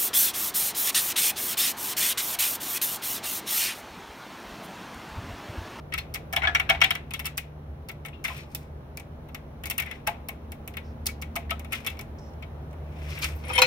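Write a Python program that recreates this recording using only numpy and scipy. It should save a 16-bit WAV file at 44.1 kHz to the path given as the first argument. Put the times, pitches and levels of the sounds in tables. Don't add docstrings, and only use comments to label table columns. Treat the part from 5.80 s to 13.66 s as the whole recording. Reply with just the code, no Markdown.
import sys
import numpy as np
from scipy import signal
from scipy.fft import rfft, irfft, next_fast_len
from scipy.io import wavfile
from scipy.ndimage import uniform_filter1d

SR = 44100
rng = np.random.default_rng(int(sys.argv[2]) if len(sys.argv) > 2 else 0)


def to_wav(sig):
    pcm = np.clip(np.atleast_2d(sig), -1, 1) * 32767
    pcm = np.round(pcm).astype(np.int16)
    wavfile.write(sys.argv[1], SR, pcm.T)


def nominal_scale(level):
    x = np.asarray(level, float) / 20
    return 10 ** x


N = 346625

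# start_s, blow_db, crack_db, pitch_hz
EDGE_TICKS = [(0.1232, -21, -31.5, 1940), (0.1386, -13, -20.5, 2090), (0.1784, -17, -23, 2450),
              (0.1845, -20.5, -13.5, 2500), (0.3404, -28.5, -6, 2130), (0.3446, -22, -8.5, 2270),
              (0.3551, -21, -17, 2250), (1.3082, -24, -18, 2680), (1.3369, -20, -12, 2190),
              (1.3434, -24.5, -15, 3300), (1.3934, -20, -18.5, 2100), (1.3982, -24, -13, 2240),
              (1.4454, -23, -24, 2100), (1.456, -18.5, -10, 3300), (1.4654, -21, -10, 2680),
              (1.5732, -45, 11, 2900), (1.5775, -18, -7, 2580), (2.0872, -30.5, -10, 1600),
              (2.0936, -25, -17, 2120), (2.1154, -40, -9, 1990), (2.2503, -24.5, -22, 2200),
              (2.2604, -31.5, -8.5, 2300), (2.2844, -33, -17.5, 2140), (2.4414, -23, -12.5, 2180),
              (2.4483, -18, -15, 2070), (2.749, -28.5, 0, 2600),
              (3.1724, -32, -2, 2450), (3.1983, -34.5, -9.5, 2290), (3.488, -38.5, -20, 1360),
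              (3.5467, -25.5, -12.5, 2870), (3.8369, -24, -18.5, 2980), (3.8573, -23.5, -9, 2270),
              (3.8689, -30, -8.5, 2380), (3.9, -20.5, -5, 3380), (3.909, -18.5, -10, 2670),
              (3.9801, -21.5, -3.5, 2320), (3.9854, -18, -29, 2680), (3.9998, -19, -8, 2430),
              (4.0067, -39.5, -10.5, 2070), (4.023, -22.5, -18, 2250), (4.0624, -28.5, -24, 2440),
              (4.1128, -22.5, -21.5, 2080), (4.7199, -32, -7.5, 2090), (4.8767, -30.5, -5.5, 2350),
              (4.9387, -33.5, -20, 2000), (4.9696, -19.5, -18, 2140),
              (5.2584, -28, -3.5, 2190), (5.2664, -25.5, 5.5, 2350), (5.4164, -43, 1, 1480),
               (5.4216, -23, -14, 2110), (5.6964, -24, -38, 2080), (5.7064, -28.5, -2, 3300),
               (5.7952, -33, -9.5, 2350), (5.8466, -32.5, -16.5, 2350), (5.9224, -17.5, -18, 2440),
               (5.9294, -17.5, -15, 2080), (6.0477, -27.5, -17, 2300), (6.0646, -18, -11.5, 2400),
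               (6.0704, -17.5, -11.5, 2180), (6.1004, -30.5, -14, 2400), (6.1699, -38, -20, 2270),
               (6.1918, -24.5, -17, 2240), (6.2114, -34, -5.5, 2360), (6.6248, -28.5, -26, 2330),
               (6.9294, -43, -16, 2260), (7.3886, -32, -9, 2830), (7.4434, -16.5, -14.5, 2200)]
# start_s, blow_db, crack_db, pitch_hz, low_tones_db
FACE_TAPS = [
    (2.4814, -19.5, -23, 1400, -22),
    (2.4994, -39, -15, 1400, -4),
    (4.2674, -19, -26.5, 1380, -35),
    (4.2727, -14, -11, 2560, -11.5),
    (4.2804, -18.5, -32, 2230, -17),
    (4.4866, -23, -10.5, 2330, -17),
    (5.5564, -25, -10, 2980, -18),
    (5.5615, -17.5, -12.5, 2240, -19.5),
    (5.7069, -17.5, -51, 2300, -23),
]
# pitch_hz, level_db, fade_by_60_db_s
LIGHT_BRACKET = [(691.4, -5.5, 0.14), (815, 1, 0.1), (1064, -13, 0.3), (1330, -15, 0.07),
                 (1700, -36.5, 0.3), (1970, 0, 0.09), (2181, -0.5, 0.061), (2480, -6, 0.06),
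                 (2670, -2.5, 0.053), (2270, -2, 0.06), (2937, -8, 0.038), (3300, -5, 0.047),
                 (3580, -8, 0.07)]


def ticks():
    low_db = -51
    edge = [(*row, low_db - row[1]) for row in EDGE_TICKS]
    events = contacts(edge + FACE_TAPS, catch_ms=2.1, snap_ms=1.12, release_ms=3.05)
    return struck(events, LIGHT_BRACKET, ring_db=-7.5, focus_db=9.0, longest_s=0.14)


# start_s, blow_db, crack_db, pitch_hz, low_tones_db
PRIES = [(0.5274, -24, -11, 2500, -11.5), (0.5337, -21.5, -12, 1700, -23.5),
         (0.5636, -10, -20.5, 2930, -19), (0.5754, -26, -25, 3320, -2.5), (0.6205, -22, -40, 2000, -16),
         (0.6334, -24, -24, 1460, -11.5), (0.6394, -21, -38, 1510, -13.5), (0.6504, -21, -46, 2230, -12),
         (0.6712, -16.5, -37.5, 1655, -15), (0.7487, -7.5, -25.5, 1610, -42),
         (0.7554, -14.5, -30.5, 2315, -27.5), (0.7982, -11.5, -26, 2596, -27.5),
         (0.8918, -12.5, -29.5, 2700, -24), (0.8984, -6, -21, 2990, -19.5),
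         (0.9064, -10.5, -33.5, 2180, -21), (0.9482, -22.5, -35, 1980, -20),
         (1.0054, -25, -22, 2560, -39.5), (1.0156, -7.5, -22, 2730, -24), (1.0185, -9, -44.5, 2170, -37),
         (1.0354, -10.5, -29, 3370, -25), (1.0425, -9.5, -19, 3100, -21.5),
         (1.1069, -9.5, -19.5, 3160, -29.5), (1.1523, -20, -17, 1990, -40)]
# pitch_hz, level_db, fade_by_60_db_s
LOADED_BRACKET = [(694, -7.5, 0.39), (771, 1, 0.15), (1045, -22, 0.12), (1380, -2, 0.064),
                  (1488, 4.5, 0.055), (1730, 0, 0.085), (1780, -47, 0.1), (2015, -3.5, 0.09),
                  (2235, 23, 0.044), (2350, 1.5, 0.096), (2800, -21.5, 0.061), (2808, -8, 0.043),
                  (3026, 15, 0.026), (3224, 7, 0.035), (3670, -43, 0.054), (3480, -41.5, 0.041),
                  (5730, -4, 0.011)]


def pries():
    events = contacts(PRIES, catch_ms=2.8, snap_ms=0.84, release_ms=1.66)
    return struck(events, LOADED_BRACKET, ring_db=-2.0, focus_db=9.5, longest_s=0.28)


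# start_s, blow_db, crack_db, pitch_hz, low_tones_db
KNOCKS = [
    (7.637, -34.5, -24, 2160, -12),
    (7.6825, -36, -14, 2240, -1),
    (7.7012, -22.5, -30, 2500, -7.5),
    (7.7354, -25.5, -17.5, 2170, -31),
    (7.7554, -18.5, -23, 2170, -15),
    (7.7788, -7.5, -18.5, 2500, -13),
    (7.7885, -11, -10, 2260, -9.5),
    (7.8185, -2, -9, 2530, -16.5),
    (7.8235, -10, -6, 2464, -15),
]
# pitch_hz, level_db, fade_by_60_db_s
FRAME = [(512, -4.5, 0.53), (965, 3, 0.074), (791, -1, 0.041), (1444, 10, 0.072), (2180, 4, 0.18),
         (2503, 13, 0.071), (2894, -19, 0.034), (3100, 16, 0.07), (3800, -17, 0.045), (4260, 12, 0.04),
         (5600, 7.5, 0.03)]


def knocks():
    events = contacts(KNOCKS, catch_ms=2.2, snap_ms=1.7, release_ms=3.2)
    rings, thuds, cracks = struck(events, FRAME, ring_db=-6.5, focus_db=14.5, longest_s=0.69)
    return rings, thuds, signal.lfilter([.5], [1, -.7], cracks)


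def contacts(rows, catch_ms, snap_ms, release_ms):
    gap_s = .012
    s, blow, crack, hz, low = np.transpose(sorted(rows))
    caught = (np.diff(s, append=N) < gap_s) & (np.diff(blow, append=0) > 1)
    fresh = np.diff(s, prepend=-1) > gap_s
    length_ms = np.where(caught, catch_ms, np.where(fresh, snap_ms, release_ms))
    return np.transpose([s, blow, low, crack, hz, length_ms])


def slips(events, shorten):
    t = (np.arange(800) + 1) / SR
    length = np.clip(events[:, 5:] * shorten, .1, 10) / 1000
    draws = rng.standard_normal((len(events), 2, len(t)))
    uneven = draws[:, 0] * nominal_scale(4.0 * draws[:, 1])
    force = uneven * (t / length) ** 0.3 * np.exp(-t / length)
    force /= np.sqrt(np.sum(force ** 2, axis=1, keepdims=True))
    at = np.minimum((events[:, :1] * SR).astype(int) - 20 + np.arange(len(t)), N - 1)

    def train(db):
        return np.bincount(at.ravel(), (force * nominal_scale(db)[:, None]).ravel(), N)
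    return force, train


def struck(events, modes, ring_db, focus_db, longest_s):
    force, train = slips(events, shorten=1.0)
    _, blow, low_db, crack, pitch, _ = events.T
    hz, mode_db, t60 = np.transpose(modes)
    octaves = np.log2(hz / pitch[:, None])
    away = np.minimum(np.abs(octaves), np.abs(octaves - 1) + 0.14)
    share = .5 * mode_db - focus_db * np.minimum(away * 6, 1)
    share += 2.5 * rng.standard_normal(share.shape)
    low = hz < 1200
    for group in low, ~low:
        share[:, group] -= 10 * np.log10(nominal_scale(2 * share[:, group]).sum(axis=1, keepdims=True))
    blunt_db = np.clip(-.4 * (crack + 22), -3, 13)
    share += np.where(low, low_db[:, None] + 3, ring_db + 0.15 * blunt_db[:, None])
    share -= (hz > 4500) * 1.5 * blunt_db[:, None]
    waves = np.exp(2j * np.pi * np.outer(np.arange(force.shape[1]), hz) / SR)
    reach = np.abs(force @ waves)
    share -= 20 * np.log10(np.maximum(reach, .3))
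    fade = np.clip(t60, .02, longest_s)
    rings = sum(ring(train(blow + share[:, k]), hz[k], fade[k]) for k in range(len(hz)))
    thuds = train(blow + 4 - blunt_db)
    _, crack_train = slips(events, shorten=.46)
    return rings, thuds, crack_train(blow + crack + 21)


def ring(force, hz, t60):
    r, w = nominal_scale(-60 / (t60 * SR)), 2 * np.pi * hz / SR
    near = np.concatenate(signal.iirpeak(hz, 5.0, fs=SR))
    resonance = [0, np.sin(w), 0, 1, -2 * r * np.cos(w), r * r]
    tone = signal.sosfilt([near, resonance], force + 1e-18)
    delay = int(rng.uniform(1.3, 24) * min(hz / 1800, 1) ** 2)
    return balance(hz) * np.array([tone, np.roll(tone, delay)])


# start_s, length_s, from_hz, to_hz, level_db
GROANS = [
    (0.612, 0.018, 1900, 2100, -31),
    (0.636, .023, 2200, 2260, -20.5),
    (0.628, 0.031, 1400, 1560, -21.5),
    (0.630, .04, 750, 780, -31),
    (2.444, 0.012, 2100, 2160, -28),
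    (7.722, .052, 3150, 3140, -30),
    (7.746, 0.026, 2160, 2180, -29),
    (7.781, 0.019, 5430, 5500, -27),
]
# start_s, length_s,
# from_hz, to_hz, level_db
RINGS = [(0.562, 0.038, 3460, 3250, -28), (0.575, 0.057, 720, 700, -29.5), (0.6715, 0.055, 1680, 1720, -18),
         (0.672, 0.013, 3440, 3400, -20), (0.684, 0.046, 3330, 3320, -36), (0.754, 0.036, 2283, 2260, -22),
         (0.751, .012, 5700, 5680, -26.5), (1.337, 0.055, 3326, 3300, -35), (2.256, .05, 2240, 2180, -41.5),
         (2.327, 0.15, 2790, 2660, -51.5), (2.33, 0.021, 2520, 2520, -51), (2.455, .016, 2150, 2200, -28),
         (2.457, 0.058, 3540, 3560, -39), (5.935, 0.045, 2104, 2050, -31), (5.95, 0.059, 3300, 3270, -39),
         (6.068, 0.044, 3420, 3450, -34), (6.072, 0.043, 2710, 2610, -34), (7.68, 0.043, 9780, 9780, -39.5),
         (7.735, .022, 9830, 9700, -31.5), (7.753, 0.032, 9780, 9780, -29),
         (7.702, 0.033, 1230, 1150, -29.5), (7.69, .05, 5420, 5480, -46), (7.78, .035, 3155, 3050, -17),
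         (7.818, 0.07, 4050, 4300, -16.5), (7.82, .014, 6330, 6330, -23), (7.837, .014, 2540, 2530, -26),
         (7.845, .02, 2600, 2530, -25),
         (0.181, 0.055, 4250, 4250, -38.5), (0.133, 0.044, 3300, 3400, -38),
               (0.9, 0.068, 2230, 2230, -22), (0.899, 0.016, 2900, 2870, -25),
               (0.899, .04, 1380, 1370, -25.5), (0.9, 0.098, 679, 670, -28),
               (1.016, 0.017, 5600, 5600, -24), (1.017, 0.028, 2210, 2220, -16),
               (1.014, .015, 3250, 3220, -22), (1.043, 0.037, 2330, 2286, -28),
               (1.043, .06, 3560, 3600, -32), (1.107, 0.028, 3190, 3300, -27.5),
               (2.748, .05, 3590, 3610, -44), (2.749, .03, 5070, 5170, -40), (2.75, .012, 7050, 7100, -44),
               (3.173, 0.015, 4460, 4430, -45), (3.982, 0.024, 2780, 2550, -27),
               (4.0, 0.022, 2250, 1950, -28), (4.058, 0.03, 2320, 2250, -38),
               (4.015, .035, 2280, 2230, -33), (4.07, .05, 2030, 1990, -38), (6.626, .025, 4600, 4650, -52),
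               (6.628, .035, 3100, 3100, -49), (7.65, .04, 9780, 9780, -50), (4.11, .05, 2040, 1990, -37),
               (4.271, 0.042, 1606, 1600, -32), (5.272, .04, 3300, 3300, -44),
               (5.288, 0.036, 2256, 2260, -36.5), (5.286, 0.012, 1350, 1350, -39),
               (5.566, 0.076, 690, 680, -36.5), (5.558, .03, 1240, 1260, -34),
               (5.715, 0.053, 687, 694, -35), (5.708, 0.013, 2800, 2700, -27.5),
               (5.712, 0.049, 1286, 1310, -32), (7.429, 0.047, 2400, 2250, -34),
               (2.501, 0.041, 1065, 950, -35.5),
         (0.674, .05, 730, 735, -30),
    (0.674, .04, 2500, 2500, -32),
    (7.815, .12, 512, 511, -25),
    (7.7, .02, 2520, 2520, -30),
    (0.142, .035, 1300, 1280, -38),
    (4.274, .05, 850, 830, -31),
    (5.71, .035, 3200, 3150, -35),
    (3.174, .05, 2350, 2300, -46),
    (4.49, .05, 2300, 2150, -43),
    (7.785, .04, 970, 965, -27),
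]
# start_s, length_s, pitch_hz, width_hz, level_db
BRUSHES = [(6.385, .16, 5450, 800, -62.5), (5.03, .12, 5100, 1300, -65), (6.384, .018, 5400, 1000, -55),
           (7.418, .04, 4600, 3000, -33), (2.54, .13, 4300, 3500, -52.5), (7.28, .13, 5000, 2000, -50),
           (7.546, .05, 13500, 3500, -56), (6.534, .006, 5200, 2500, -58), (6.91, .005, 7000, 6000, -58),
           (7.231, .005, 9000, 5000, -60), (7.303, .008, 11000, 7000, -50), (2.562, .03, 13500, 4000, -55),
           (2.474, .007, 12000, 7000, -44), (2.576, .008, 8500, 3000, -52)]


def squeaks():
    def swell(u):
        return u ** 0.7 * np.minimum(8.6 * (1 - u), 1)

    def dying(u):
        return np.minimum(40 * u, 1) * (1 - u) ** 2.04

    def brush(u):
        return np.minimum(np.minimum(6.5 * u, 2.0 * (1 - u)), 1)

    out = np.zeros((2, N + SR))
    for rows, shape in (GROANS, swell), (RINGS, dying):
        for start, length, hz, end_hz, db in rows:
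            add(out, start, sing(length, hz, end_hz, db, .035 * hz, .35, shape))
    for start, length, hz, width, db in BRUSHES:
        add(out, start, sing(length, hz, hz, db, width, 0.84, brush))
    return out[:, :N]


def sing(length, hz, end_hz, db, width_hz, lump, shape):
    t = np.arange(int(length * SR)) / SR
    draws = rng.standard_normal((2, 9000))
    lag = rng.uniform(0, 2 * np.pi) * min(hz / 1800, 1) ** 2
    r = np.exp(-np.pi * width_hz / SR)
    waver = signal.lfilter([1], [1, -2 * r, r * r], draws[0] + 1j * draws[1])[-len(t):]
    start_phase = np.angle(waver[len(t) // 8])
    waver = waver * np.exp(-1j * start_phase) / np.sqrt(np.mean(np.abs(waver) ** 2))
    waver = 1 - lump + lump * waver
    glide = hz * t + (end_hz - hz) * t ** 2 / (2 * length)
    turn = 2 * np.pi * glide + np.array([[0], [lag]])
    return nominal_scale(db + 3) * balance(hz) * shape(t / length) * np.imag(waver * np.exp(1j * turn))


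def add(out, start, piece):
    out[:, int(start * SR):][:, :piece.shape[1]] += piece


# full_from_s, held_s, swell_s, body_db, hiss_over_body_db
RUBS = [
    (2.443, 0.042, 0.003, -44, -5.5),
    (2.502, 0.089, .02, -48, -8.5),
    (2.72, 0.1, 0.073, -65, 1),
    (3.99, 0.16, 0.0079, -53, -14),
    (5.93, 0.012, 0.019, -39.5, -7),
    (6.1, 0.011, 0.22, -52, -8),
    (7.3, 0.09, 0.2, -46, -10),
    (7.424, 0.024, 0.02, -37, -2.5),
    (7.56, 0.064, 0.058, -67, 4),
    (7.71, .15, 0.1, -41, -11.5),
]


def pressure():
    t, body, hiss = np.arange(0, N + 32, 32) / SR, -120.0, -120.0
    for s, held, swell, body_db, hiss_db in RUBS:
        before_db = 19.5 * (s - t) / max(swell, .002)
        after_db = 251 * (t - s - held)
        db = body_db - np.maximum(before_db, np.maximum(after_db, 0))
        body, hiss = np.maximum(body, db), np.maximum(hiss, db + hiss_db)
    return [np.interp(np.arange(N) / SR, t, db) for db in (body, hiss)]


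# pitch_hz, level_db_per_hz
BODY = [(590, -62), (1000, 2.5), (1660, 4.5), (1860, -42), (2260, 17), (3450, -7), (3990, -17), (5710, -3),
        (7000, -59), (9100, -82), (15400, -120)]
# pitch_hz, level_db_per_hz
CRACK = [(2350, -27.5), (4000, -6.5), (4800, 2), (5700, -1), (6800, -4), (8700, -0.5), (10000, -11.5),
         (10800, 1.5), (14800, 1.5), (16500, -79)]


def rubbing():
    lumps = 2.3 * rms_one(uniform_filter1d(rng.standard_normal(N), size=260))
    grit = rng.standard_normal((2, N)) * nominal_scale(5.0 * rng.standard_normal(N) + lumps)
    body_db, hiss_db = pressure()
    body = rms_one(shaped(grit[0], BODY))
    hiss = rms_one(shaped(signal.lfilter([1], [1, -.8], grit[1]), CRACK))
    return nominal_scale(body_db) * body + nominal_scale(hiss_db) * hiss


def shaped(force, spectrum):
    hz = np.linspace(0, SR / 2, 500)
    tone = colour(force, causal(spectrum)) / np.sqrt(np.mean(nominal_scale(2 * at_hz(spectrum, hz))))
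    late = rms_one(np.roll(tone, 9) - 0.067 * np.roll(tone, 23)) * np.std(tone)
    return colour(np.array([tone, late]), balance)


def causal(points):
    hz = np.linspace(0, SR / 2, 2049)
    fold = irfft(np.log(nominal_scale(at_hz(points, hz)))) * np.r_[1, np.full(2047, 2), 1, np.zeros(2047)]
    phase = rfft(fold).imag
    return lambda f: nominal_scale(at_hz(points, f)) * np.exp(1j * np.interp(f, hz, phase))


# pitch_hz, left_minus_right_db
LEFT_LEAD = [(400, -14), (700, 1), (1400, 3.5), (2800, 8.5), (5600, -4.5), (11000, 2), (15000, -3.5)]


def balance(hz):
    return nominal_scale(at_hz(LEFT_LEAD, hz) / 2 * np.array([[1], [-1]]))


def chassis(x):
    t = np.arange(SR // 5) / SR
    tail = rng.standard_normal((2, len(t))) * nominal_scale(-60 * t / .12) * (t > .002)
    tail = nominal_scale(-10) * tail / np.sqrt(np.sum(tail ** 2, axis=1, keepdims=True))
    tail = signal.sosfilt(signal.butter(2, 3600, fs=SR, output="sos"), tail)
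    return signal.oaconvolve(x, tail, axes=1)[:, :N]


# pitch_hz, fade_by_60_db_s
ECHO_T60 = [(700, 0.89), (1500, 0.46), (3000, 0.3), (6000, 0.17), (14000, 0.12)]


def echoes(x, near_db, far_db, near_t60):
    out, white = 0, rng.standard_normal((2, 2, N))
    for k, hz in enumerate(800 * 2 ** np.arange(0, 4.6, .5)):
        band = signal.butter(2, [hz / 2 ** .25, hz * 2 ** .25], "band", fs=SR, output="sos")
        energy, stored = signal.sosfilt(band, x) ** 2, 1e-18
        near = near_db - 2.0 * (hz > 4000), near_t60 * min(4000 / hz, 1) ** .3
        far = far_db, at_hz(ECHO_T60, hz)
        for db, t60 in (near, far):
            r = nominal_scale(-120 / (max(t60, .01) * SR))
            stored = stored + nominal_scale(2 * db) * signal.lfilter([1 - r], [1, -r], energy)
        level = np.sqrt(uniform_filter1d(stored, size=88, origin=43))
        out = out + level * rms_one(signal.sosfilt(band, white[k % 2]))
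    return out


# time_s, level_db, strain_db (moves power from the second tone to the third)
HUM = [(0, -51, -5.5), (.5, -43.5, -2.5), (1.8, -43.5, -4), (2.9, -45, -3), (3.6, -51, -1),
       (4.2, -45.5, 1.5), (4.7, -46.5, 3), (5.5, -39, 4.5), (6.3, -44, 3), (6.9, -41.5, -4),
       (7.3, -34.5, -7), (7.86, -40, -2.5)]
# pitch_hz, width_hz
HUM_LINES = [(73.5, 4.9), (148, 2.6), (221.5, 0.67), (249, 5.6)]


def hum():
    level, strain = in_time(HUM, -45)
    upper = level.mean() + 0.17 * (level - level.mean())
    levels = np.array([level, upper - strain, upper + strain, upper + strain])
    levels += np.array([[-0.5], [-8.5], [-13], [-15.5]])
    return sum(nominal_scale(db) * narrow(hz, width, alike=1.0) for db, (hz, width) in zip(levels, HUM_LINES))


def narrow(hz, width_hz, alike):
    white = rng.standard_normal((2, N))
    mid, side = colour(white, lambda f: 1 / (1 + (2 * (f - hz) / width_hz) ** 2))
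    mid = mid / (uniform_filter1d(mid ** 2, size=9000) + .1 * np.var(mid)) ** 0.4
    return rms_one(mid + np.sqrt(1 - alike) * side * [[1], [-1]])


# pitch_hz, level_db_per_hz
RUMBLE = [(15, -54.5), (25, -22.5), (76, -5), (103, -11.5), (150, -11), (182, -17.5), (220, -19),
          (669, -22), (726, -25), (809, -23.5), (927, -27), (1930, -38.5), (5570, -53.5), (11600, -56.5),
          (16500, -56.5)]
# time_s, level_db
RUMBLE_LEVEL = [(0.0, -39), (0.94, -37.5), (1.4, -41.5), (7.49, -37.5), (7.86, -36.5)]
# pitch_hz, likeness (1 = same, below 0 = opposed)
LIKENESS = [(60, 1), (150, 0.96), (380, 0.78), (950, 0.022), (2380, -0.15), (5980, -0.31), (15000, 0.018)]


def rumble():
    def gain(hz):
        notch_db = 9.8 * np.exp(-((hz - 8000) / 1300) ** 2)
        alike = np.clip(at_hz(LIKENESS, hz), -1, .99) * np.array([[1], [-1]])
        return nominal_scale(at_hz(RUMBLE, hz) - notch_db) * np.sqrt(1 + alike)

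    mid, side = colour(rng.standard_normal((2, N)), gain)
    return nominal_scale(in_time(RUMBLE_LEVEL, -48)[0] - 3.5) * rms_one(np.array([mid + side, mid - side]))


def in_time(rows, silent):
    s, *columns = np.transpose(rows)
    return [np.interp(np.arange(N) / SR, s, c, left=silent, right=silent) for c in columns]


def at_hz(points, hz):
    table_hz, values = np.transpose(points)
    return np.interp(np.log(hz + 1), np.log(table_hz + 1), values)


def rms_one(x):
    return x / np.sqrt(np.mean(x ** 2) + 1e-20)


def colour(x, gain):
    size = next_fast_len(N + SR // 10)
    hz = np.arange(size // 2 + 1) * SR / size
    return irfft(rfft(x, size) * gain(hz), size)[..., :N]


def scene():
    rings, thuds, cracks = (a + b + c for a, b, c in zip(ticks(), pries(), knocks()))
    too_small_for_bass = signal.butter(4, 470, "high", fs=SR, output="sos")
    rings = signal.sosfilt(too_small_for_bass, rings) + squeaks()
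    dense = shaped(thuds, BODY) + shaped(cracks, CRACK) + rubbing()
    tails = echoes(dense + nominal_scale(-6.5) * rings, near_db=0.5, far_db=-8.5, near_t60=0.034) + chassis(rings)
    return rings + dense + tails + hum() + rumble()


def roll_off(x):
    return signal.sosfilt(signal.butter(12, 17000, fs=SR, output="sos"), x)


def record(dry):
    def dips(f):
        return nominal_scale(-4.0 * np.exp(-((f - 4800) / 350) ** 2) - 1.5 * np.exp(-((f - 7000) / 500) ** 2))

    rounded = np.tanh(colour(dry, dips))
    mix = signal.sosfilt(signal.cheby2(10, 22, 16200, fs=SR, output="sos"), rounded)
    return roll_off(mix)


dry = scene()
out = record(dry)
to_wav(out)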